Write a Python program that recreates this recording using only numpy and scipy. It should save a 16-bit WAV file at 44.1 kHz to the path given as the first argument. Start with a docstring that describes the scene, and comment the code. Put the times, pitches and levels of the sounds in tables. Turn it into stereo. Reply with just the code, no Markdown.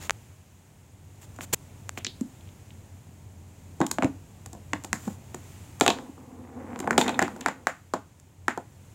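"""Small hard balls are knocked about on a toy pool table in a carpeted room. Over a faint hum,
fingers bump and rub the hand-held microphone, as they will now and then. After a second come light
ticks, rail knocks and clacks; near four seconds balls drop on the thin bed and chatter. Near six and
seven seconds they roll over the felt and drive into the packed cluster, whose plastic rings.
A last few clacks and knocks follow, and the hum is left alone."""
import sys
import numpy as np
from scipy import signal
from scipy.fft import rfft, irfft, next_fast_len
from scipy.io import wavfile

SR = 44100
rng = np.random.default_rng(int(sys.argv[2]) if len(sys.argv) > 2 else 0)


def bounce(signal):
    """Save signal as a 16-bit WAV file at the path given by the first command-line argument."""
    frames = np.transpose(np.atleast_2d(signal))
    limited = np.clip(frames, -1, 1)
    pcm = np.round(limited * 32767).astype(np.int16)
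    wavfile.write(sys.argv[1], SR, pcm)


N = 394254
T = np.arange(N) / SR
HIT_T = np.arange(SR // 5) / SR   # seconds since a hit


def from_db(db):
    """Decibels to gain."""
    return 10 ** (np.asarray(db) / 20)


def unit_energy(x):
    """Scaled to an energy of 1 per channel."""
    return x / np.sqrt(np.mean(np.sum(x ** 2, axis=-1)) + 1e-20)


def rms_one(x):
    """Scaled to an rms of 1."""
    return x / np.sqrt(np.mean(x ** 2) + 1e-20)


def at_hz(points, hz, column=1):
    """A column of a spectrum read on a log-frequency axis."""
    table = np.array(points, float)
    return np.interp(np.log(np.maximum(hz, 1)), np.log(table[:, 0]), table[:, column])


def butter(x, hz, kind, order=2):
    """A low-, high- or band-pass filter."""
    return signal.sosfilt(signal.butter(order, np.clip(hz, 10, .45 * SR), kind, fs=SR, output="sos"), x)


def pan(db):
    """Constant-power gains, the left louder by db."""
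    return rms_one(from_db(np.array([[db], [-db]]) / 2))


def add(out, s, sound):
    """Mix a sound in at time s."""
    i = max(round(s * SR), 0)
    out[:, i:i + sound.shape[-1]] += sound[..., :N - i]


def noise(colour, channels=1):
    """Steady noise of a given spectrum, rms 1."""
    size = next_fast_len(N)
    gain = from_db(at_hz(colour, np.fft.rfftfreq(size, 1 / SR)))
    white = rng.standard_normal((channels, size))
    return rms_one(irfft(rfft(white) * gain, size)[:, :N])


def drift(per_s):
    """A random wander through per_s points a second, rms 1."""
    knots = rng.standard_normal(N // 40)
    return rms_one(np.interp(T * per_s, np.arange(len(knots)), knots))


def ring(modes, spread_db, detune):
    """One blow on a set of modes; where it lands decides the strength and sign of each."""
    hz, db, t60 = np.transpose(modes)[:, :, None]
    strength, shift, side = rng.standard_normal((3, len(modes), 1))
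    decay = from_db(db + spread_db * strength - 60 * HIT_T / t60)
    loaded_hz = hz * (1 + detune * shift)   # the ball's load shifts the pitch
    return np.sum(np.sign(side) * decay * np.sin(2 * np.pi * loaded_hz * HIT_T), axis=0)


def pulse(hz, cycles):
    """The push of a briefly accelerated body: a swing or two at a pitch set by the contact time."""
    age = HIT_T * hz / cycles
    swing = np.sin(2 * np.pi * hz * HIT_T + rng.uniform(0, 2 * np.pi))
    return unit_energy(age ** 2 * np.exp(-age) * swing)


def crack(low_hz, high_hz):
    """The bright snap at the first instant of a hard contact."""
    snap = butter(signal.unit_impulse(len(HIT_T)), low_hz, "high")
    return unit_energy(butter(snap, high_hz, "low", order=1))


def scatter(x, db, fade_s):
    """Bed and rails throw a sound back many times within a few ms, differently to each side."""
    echoes = rng.standard_normal((2, len(HIT_T))) + 0.097 * rng.standard_normal(len(HIT_T))
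    echoes = from_db(db) * unit_energy(echoes * HIT_T * np.exp(-HIT_T / fade_s))
    thrown_back = signal.fftconvolve(x[None], echoes, axes=1)[:, :len(x)]
    return np.linalg.norm(x) * unit_energy(x + thrown_back)


# The colours of the room's rumble and of the hiss. Each row: frequency in Hz, level in dB.
RUMBLE_COLOUR = [(20, -37), (45, -11), (70, -4.5), (95, 4), (130, -1.5), (190, -8), (300, -13.5),
                 (500, -20.5), (950, -22.5), (1500, -47), (4000, -50)]
HISS_COLOUR = [(200, 11.5), (1000, 11.5), (2500, 10.5), (4500, 1), (6300, -1), (7260, -7), (8300, -1),
               (10000, 0.5), (15500, 1)]
# The level of the room tone over time. Each row: time in seconds, base level in dB, hiss trim in dB.
ROOM_TONE_LEVEL = [(0.0, -50, -1), (0.42, -58, 1), (1.0, -56.5, -1.5), (1.34, -51.5, -2), (2.4, -52, -2),
                   (3.35, -53.5, -3.5), (3.7, -51.5, -3.5), (4.2, -52, -3.5), (5.2, -50.5, -3.5),
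                   (5.52, -50.5, 2), (6.52, -57.5, -1.5), (6.92, -50.5, -3), (7.27, -52, 1),
                   (7.52, -59, 1.5), (8.35, -58, -2.5), (8.94, -54.5, -1)]


def room_tone(hum_hz):
    """A wavering hum in low room rumble, under a thin hiss."""
    s, *columns = np.transpose(ROOM_TONE_LEVEL)
    level_db, trim_db = [np.interp(T, s, column) for column in columns]
    hum = rms_one(np.sin(2 * np.pi * hum_hz * T + .6 * drift(9)) * from_db(3.5 * drift(7)))
    rumble = noise(RUMBLE_COLOUR) + from_db(-16.5) * noise(RUMBLE_COLOUR, channels=2)
    lows = from_db(level_db + 5) * rms_one(rumble + from_db(-4.5) * hum)
    return lows + from_db(level_db + trim_db - 3.5) * noise(HISS_COLOUR, channels=2)


# Clicks of the microphone's housing.
# Each row: start in seconds, level in dB, pitch in Hz, left over right in dB.
HOUSING_CLICKS = [(0.0962, 3, 1770, 17), (0.1073, 4, 1390, 20), (1.409, -10, 1840, 17),
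                  (1.893, -6, 1230, -14)]
# Finger rubs. Each row: start in seconds, length in seconds, level in dB, left over right in dB.
RUBS = [(0, 0.081, -43, 8), (1.211, 0.047, -50, -2), (1.406, 0.048, -40, -3), (1.527, 0.02, -19, -26),
        (1.972, 0.019, -38.5, 7), (4.966, 0.2, -50, -2.5)]
# The colour of that friction. Each row: frequency in Hz, level in dB.
RUB_COLOUR = [(40, -7), (130, 5), (400, -1.5), (1000, -0.5), (2500, -4), (7000, -15), (15000, -9.5)]


def handling():
    """Clicks and rubs reach the microphone through its housing, without any room."""
    out = np.zeros((2, N))
    for s, db, hz, side_db in HOUSING_CLICKS:
        body = butter(pulse(hz, cycles=0.15), 500, "high")
        snap = from_db(-11) * crack(low_hz=2450, high_hz=4750)
        add(out, s, from_db(db) * pan(side_db) * (body + snap))
    friction = noise(RUB_COLOUR, channels=2) * from_db(1.9 * drift(700))
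    for s, length, db, side_db in RUBS:
        along = np.clip((T - s) / length, 0, 1)
        out += from_db(db) * pan(side_db) * friction * np.sqrt(np.abs(np.sin(np.pi * along)))
    return out


# Light, sharp ticks. Each row: start in seconds, level in dB.
TICKS = [(1.3624, -35), (2.2099, -25.5), (3.8658, -14.5), (3.9125, -14), (3.9143, -7.5), (4.461, -23.5),
         (4.531, -26), (4.838, -24), (4.848, -19.5), (4.93, -12.5), (5.3464, -21.5), (5.7993, -21),
         (6.791, -23.5), (6.802, -19.5), (7.364, -34.5), (7.409, -24), (8.199, -36.5)]


def ticks():
    """Glancing touches give a snap over a brief, bright push of the body, with no bass."""
    out = np.zeros((2, N))
    for s, db in TICKS:
        body = from_db(6.5) * butter(pulse(800, cycles=0.13), 1400, "high")
        tick = crack(low_hz=3470, high_hz=12450) + body
        add(out, s, from_db(db) * pan(-1.5) * scatter(tick, db=-2, fade_s=0.0012))
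    return out


# Where the action lies. Each row: time in seconds, lag of the left side in seconds.
BEARING = [(2, .0001), (4, -.00004), (5.8, 0), (6.95, .00003), (7.2, .00017), (8.6, .00019)]


def from_bearing(x, s):
    """A blow reaches the farther microphone port a little later."""
    lag_s = np.interp(s, *np.transpose(BEARING))
    delays_s = np.array([[max(lag_s, 0)], [max(-lag_s, 0)]])
    hz = np.fft.rfftfreq(len(HIT_T), 1 / SR)
    return irfft(rfft(x) * np.exp(-2j * np.pi * hz * delays_s), len(HIT_T))


# The ring of the thin bed and of the rails.
# Each row: pitch in Hz, level in dB, seconds to fall 60 dB when undamped.
BED_MODES = [(152.4, -5, 0.13), (209, -6, 1), (230, -7, 0.093), (289, -1, 0.064), (330.4, -3.5, 0.14),
             (445, -12.5, 0.077)]
RAIL_MODES = [(407, -4.5, 0.14), (480, -3.5, .08), (590, -8.5, .03), (705, 4.5, .12), (780, 5, 0.2),
              (860, 3, 0.15), (961, 0.5, 0.089), (1060, 0, .06), (1130, 3.5, 0.021), (1470, -1, 0.082),
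              (1750, -5, .1)]


def blow(s, db, hz, cycles, bed_db, rail_db, push_db, crack_db, send_db):
    """The contact pushes and cracks, and bed and rails ring. Returns left, right and a room send."""
    # the ball lying on the wood damps it
    bed = ring(BED_MODES, spread_db=2.5, detune=0.056) * np.exp(-HIT_T / 0.015)
    rail = ring(RAIL_MODES, spread_db=2, detune=0.031) * np.exp(-HIT_T / 0.0075)
    bed = from_db(db + bed_db) * unit_energy(butter(bed, 190, "high", order=4))
    rail = from_db(db + rail_db) * unit_energy(butter(rail, 380, "high"))
    bed, rail = butter(np.array([bed, rail]), 3 * hz, "low")   # a slow contact starts the ring gently
    # small bodies radiate no bass
    push = from_db(db + push_db) * unit_energy(butter(pulse(hz, cycles), 220, "high"))
    snap = from_db(db + crack_db) * crack(low_hz=2188, high_hz=4460)
    contact = scatter(push, db=-8, fade_s=.0016) + scatter(snap, db=0, fade_s=.0008)
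    out = np.zeros((3, N))
    add(out[:2], s, from_bearing(bed + rail * pan(1.7) + contact, s))
    add(out[2:], s, from_db(send_db) * (bed + rail + push + snap))
    return out


# Rail knocks. Each row: start in seconds, level in dB, pitch in Hz, extra thud and extra crack in dB.
KNOCKS = [(1.388, -14, 940, 5, -2), (3.9125, -14, 1700, 7, -2), (3.985, 0.5, 1120, -15, -2.5),
          (4.0245, 2, 910, 3, -11), (4.46, -21, 1420, 10, 3), (4.7346, 0.5, 1150, 3.5, -2),
          (4.846, -12.5, 1420, 4, -2), (5.078, -9, 740, 8, -1), (5.3447, -14, 1300, 10.5, -4),
          (5.8635, 7, 1080, -9, -3), (5.987, -14.5, 1240, 7, -8), (6.76, -13, 1210, 2, -6),
          (6.804, -11, 1513, 10, -2), (6.8748, 5.5, 790, 1, -6.5), (6.9815, 9, 910, 5.5, 5.5),
          (7.217, 7.5, 1150, 2, -2), (7.28, -3, 816, -1.5, -6), (7.362, -16, 1090, 6.5, 0),
          (7.485, -1.5, 626, -3.5, -4), (7.9373, 4, 796, -2, 1), (7.943, -1.5, 700, 0, -1),
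          (8.5755, -2, 900, 0.5, 2)]


def knocks():
    """A ball hits a rail, and the wood answers with a hollow knock."""
    return sum(blow(s, db, hz, cycles=0.11, bed_db=thud - 7, rail_db=-1.5, push_db=-3.5,
                    crack_db=snap - 22, send_db=-1) for s, db, hz, thud, snap in KNOCKS)


# Ball on ball. Each row: start in seconds, level in dB, pitch in Hz, extra thud and extra crack in dB.
CLACKS = [(1.9755, -6.5, 2480, 5.5, -2), (4.0237, 0, 1800, 6, -0.5), (4.045, -6, 1910, 11, 7.5),
          (4.7332, 2, 1705, 2, -2), (4.93, 3, 1830, 5.5, 10), (6.908, 8, 1510, 4.5, 1.5),
          (6.93, -5, 1580, 2.5, -2), (7.064, -5.5, 1690, -2, -5), (7.192, 13.5, 1650, -3, -2),
          (7.225, 7, 1900, 10, 4), (7.412, -10, 2510, 2.5, 5), (7.461, 10.5, 1650, -6, 0.5),
          (7.484, -1.5, 1900, -5.5, 4.5), (7.6701, 10.5, 1680, -10.5, 2), (8.4817, 12, 1620, -2, -1.5)]


def clacks():
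    """Two hard balls meet: a bright push with a little wood beneath."""
    return sum(blow(s, db, hz, cycles=0.35, bed_db=thud - 13, rail_db=-10, push_db=-0.6,
                    crack_db=snap - 20.5, send_db=0) for s, db, hz, thud, snap in CLACKS)


# Thin, high clicks. Each row: start in seconds, level in dB, pitch in Hz.
PECKS = [(2.047, 2, 4400), (2.0496, -3.5, 2170), (2.067, 5, 3720), (2.376, -42, 3000), (2.409, -26, 3400),
         (2.475, -28, 2920), (2.49, -27, 3370), (2.706, -23, 2970), (3.8668, -13.5, 3170),
         (3.9148, -8, 4440)]


def pecks():
    """A light touch clicks and barely wakes the table."""
    return sum(blow(s, db, hz, cycles=0.48, bed_db=-19, rail_db=-47, push_db=-4,
                    crack_db=-29, send_db=-4.5) for s, db, hz in PECKS)


# Soft bumps on the bed. Each row: start in seconds, level in dB, pitch in Hz.
BUMPS = [(2.2121, 3.5, 237), (3.807, 1, 150.5), (3.823, 5.5, 307), (3.988, 1, 268), (4.031, -4, 225),
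         (4.045, 2.5, 109), (4.0458, 9.5, 280), (5.072, -3, 216), (5.081, -4, 192), (6.093, -9.5, 268)]


def bumps(swell_s):
    """A slow contact wakes only one low mode of the bed."""
    out = np.zeros((2, N))
    for s, db, hz in BUMPS:
        swing = HIT_T * np.exp(-HIT_T / swell_s) * np.sin(2 * np.pi * hz * HIT_T)
        add(out, s, from_db(db) * unit_energy(butter(swing, 186, "high")))
    return out


# Balls landing on the bed. Each row: start in seconds, level in dB, pitch in Hz.
DROPS = [(3.804, 6, 403), (3.8149, 7, 930), (4.033, 6, 506), (4.044, -11, 785), (4.531, -14.5, 705),
         (4.55, -13.5, 496), (6.179, -20, 694), (6.844, -7, 800)]


def drops(hop_landings):
    """A dropped or hopping ball lands, and the thin bed thuds."""
    return sum(blow(s, db, hz, cycles=0.19, bed_db=-2, rail_db=-5, push_db=-7.5,
                    crack_db=-28, send_db=3.5) for s, db, hz in DROPS + hop_landings)


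# The high ring of hard plastic. Each row: pitch in Hz, level in dB, seconds to fall 60 dB when undamped.
PLASTIC_MODES = [(2450, -7.5, .05), (2537, 7, .06), (2780, -8.5, .05), (2910, -5.5, .05),
                 (3160, -1.5, 0.053), (3430, -4.5, .06), (3370, 1.5, .06), (3570, 2.5, 0.055),
                 (3600, 1, .05), (3800, 0.5, .08), (3980, 0.5, .08), (4400, -7.5, .05)]


def plastic():
    """Touching balls damp each other to a short, dry ring; no two ring quite alike."""
    return ring(PLASTIC_MODES, spread_db=2, detune=.03) * np.exp(-HIT_T / .012)


# A struck cluster chatters on. Each row: start in seconds, fade in seconds, level in dB, pitch in Hz.
CHATTER = [(3.811, 0.017, -35.5, 1700), (4.028, 0.012, -36, 2200), (5.812, 0.022, -37, 2700),
           (5.883, 0.028, -45, 2660), (6.986, 0.075, -38, 2200)]


def chatter(per_s, ring_db):
    """Touching balls jostle in many tiny, quickly weakening clicks, and the plastic rings along."""
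    out, t = np.zeros((2, N)), np.arange(SR // 3) / SR
    for s, fade_s, db, hz in CHATTER:
        touching = rng.random(len(t)) < per_s / SR
        strength = rng.standard_normal((2, len(t))) + rng.standard_normal(len(t))
        clicks = rms_one(touching * strength) * np.exp(-t / fade_s)
        touch = pulse(hz, cycles=.55) + from_db(ring_db) * unit_energy(plastic())
        add(out, s, from_db(db) * signal.fftconvolve(clicks, touch[None], axes=1))
    return out


# Rolls over the felt. Each row: peak time in seconds, peak level in dB, run-up in seconds.
ROLLS = [(5.051, -50, 0.24), (5.879, -31, 0.084), (7.089, -29.5, 1.2), (7.251, -37.5, .3), (7.47, -40, 0.6)]


def roll_level(run_up_db=29.5, slowing_db_per_s=93.5):
    """Each roll swells steadily and dies as the balls slow down; the loudest sets the level in dB."""
    return np.max([db - np.maximum(run_up_db * (s - T) / run_up_s, slowing_db_per_s * (T - s))
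                   for s, db, run_up_s in ROLLS], axis=0)


# The colour of a ball on felt. Each row: frequency in Hz, level in dB.
FELT_COLOUR = [(60, -19), (170, -4.5), (240, 17.5), (310, 7), (390, 1), (490, 6.5), (610, -6), (780, 0),
               (1050, -3), (1450, -16), (2500, -32), (6000, -57.5), (15000, -53.5)]


def rolling(rough_db, ring_db, bright_db):
    """The grain of the felt jolts the rolling balls, and the table rings with the jolts."""
    level_db = roll_level()
    jolts = rng.standard_normal(N) * from_db(rough_db * drift(60))
    bed = unit_energy(ring(BED_MODES, spread_db=1.5, detune=0))
    rail = from_db(-5.5) * unit_energy(ring(RAIL_MODES, spread_db=4, detune=0))
    rumble = rms_one(butter(signal.fftconvolve(jolts, bed + rail)[:N], 150, "high"))
    felt = noise(FELT_COLOUR) * from_db(rough_db * drift(45))
    # faster balls skip harder on the cloth and sound brighter
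    skips = (rng.random(N) < 300 / SR) * (rng.standard_normal((2, N)) + rng.standard_normal(N))
    skip_db = bright_db + (level_db - level_db.max()) / 2
    skipping = from_db(skip_db) * rms_one(butter(skips, [700, 2200], "band", order=4))
    return from_db(level_db) * (rms_one(from_db(ring_db) * rumble + felt) + skipping) * pan(1.3)


def hops(count, hz, over_roll_db, spread_db):
    """Rolling balls hop at random, more often and harder at speed. Returns rows like those of DROPS."""
    level_db = roll_level()
    travelled = np.cumsum(from_db(level_db / 2))
    at = np.searchsorted(travelled, rng.random(count) * travelled[-1])
    hop_db = level_db[at] + over_roll_db + spread_db * rng.standard_normal(count)
    return [(s, db, hz) for s, db in zip(T[at], hop_db)]


# Blows into the packed cluster. Each row: start in seconds, level in dB, pitch in Hz,
# extra crack in dB, plastic ring in dB relative to the blow.
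BREAKS = [(5.81, 10.5, 2060, -11.5, -11), (5.8634, 2, 2700, -10, -10), (5.8792, 9.5, 2650, -15, -7),
          (5.903, 2.5, 2900, -19, -7), (6.979, 8, 2150, -5, -6.5), (7.013, 4.5, 2200, -10.5, -5),
          (7.0804, 1, 1850, -16.5, -5), (7.093, 0, 1750, -17.5, -10.5), (7.143, -13, 1900, -22, -0.5)]


def breaks():
    """A ball drives into the cluster with a hard crack."""
    return sum(blow(s, db, hz, cycles=.29, bed_db=-12.5, rail_db=-2, push_db=-5.5,
                    crack_db=snap + 0.5, send_db=2.5) for s, db, hz, snap, _ in BREAKS)


def cluster(recoil_s, recoil_hz):
    """Each break rattles the plastic; a moment later the balls thump back on the bed in one swing."""
    out = np.zeros((2, N))
    for s, db, _, _, ring_db in BREAKS:
        centre, left, right = [passed_on(balls=5, step_s=.0016, loss_db=3.5) for _ in range(3)]
        add(out, s, from_db(db + ring_db) * unit_energy(centre + .5 * np.array([left, right])))
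        thump = unit_energy(butter(pulse(recoil_hz, cycles=.27), 140, "high"))
        add(out, s + recoil_s, from_db(1.73 * db - 9.5) * thump)   # the thump grows faster than the blow
    return out


def passed_on(balls, step_s, loss_db):
    """A blow runs through touching balls, weaker at each step, and each rings in its own way."""
    out = np.zeros((1, N))
    for k, early in enumerate(rng.random(balls)):
        add(out, step_s * max(k - early, 0), from_db(-loss_db * k) * plastic())
    return unit_energy(out[0, :len(HIT_T)])


# The carpeted room's tail.
# Each row: frequency in Hz, seconds to fall 60 dB, level in dB, left-right likeness from 0 to 1.
ROOM_TAIL = [(156, 0.55, -13.5, 0.92), (435, 0.18, -5, 1), (896, 0.28, -8.5, 0.206), (1767, 0.31, -12, 0),
             (3540, 0.34, -8, 0), (7180, 0.32, -14.5, 0.066), (14000, 0.31, -9.5, 0)]


def room(x):
    """A diffuse tail in octave bands, alike on both sides in the bass."""
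    t = np.arange(SR // 2) / SR
    edges_hz = 85 * 2. ** np.arange(9)
    first_echoes = 1 + np.exp(-((t - .013) / 0.032) ** 2)   # the nearest wall answers first
    tail = 0
    for low, high in zip(edges_hz, edges_hz[1:]):
        t60, db, alike = [at_hz(ROOM_TAIL, np.sqrt(low * high), column) for column in (1, 2, 3)]
        mid, side = rng.standard_normal((2, len(t)))
        white = np.sqrt(1 + alike) * mid + np.sqrt(1 - alike) * side * [[1], [-1]]
        dying = white * from_db(-60 * t / t60) * first_echoes * (t > .008)
        band = unit_energy(butter(dying, [low, high], "band"))
        tail = tail + from_db(db) * np.sqrt(2 * (high - low) / SR) * band
    return signal.fftconvolve(x.mean(axis=0)[None], tail, axes=1)[:, :N]


def scene():
    """The table in its room, with the handling noise and the room tone."""
    hop_landings = hops(count=30, hz=950, over_roll_db=17, spread_db=1.5)
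    blows = breaks() + clacks() + knocks() + pecks() + drops(hop_landings)
    direct, send = blows[:2], blows[2:]
    movement = cluster(recoil_s=0.0083, recoil_hz=307) + chatter(per_s=1100, ring_db=-8)
    movement += bumps(swell_s=0.0035) + rolling(rough_db=1.5, ring_db=-11, bright_db=-9.5)
    touches = ticks()
    reverb = room(send + from_db(-1.5) * movement + from_db(0.5) * touches)
    return direct + movement + touches + reverb + handling() + room_tone(hum_hz=89.8)


# The resonances of the two microphone ports. Each row: centre in Hz, width in Hz, gain in dB.
LEFT_PORT = [(2030, 4800, 1), (5160, 3600, 2.5), (6900, 700, 14.5), (13500, 11600, -5)]
RIGHT_PORT = [(1780, 2470, -4.5), (4960, 2000, -2), (7264, 696, 20), (12420, 2300, 1)]


def port(x, resonances):
    """A microphone port lifts or dips a few bands."""
    for hz, width_hz, db in resonances:
        b, a = signal.iirpeak(hz, hz / width_hz, fs=SR)
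        x = x + (from_db(db) - 1) * signal.lfilter(b, a, x)
    return x


def record(dry):
    """Each port colours its side, peaks clip at full scale, and the top is cut at 15.8 kHz."""
    coloured = np.array([port(dry[0], LEFT_PORT), port(dry[1], RIGHT_PORT)])
    high_cut = signal.ellip(12, .1, 110, 15800, fs=SR, output="sos")
    return signal.sosfilt(high_cut, np.clip(coloured, -1, 1))


dry = scene()
out = record(dry)
bounce(out)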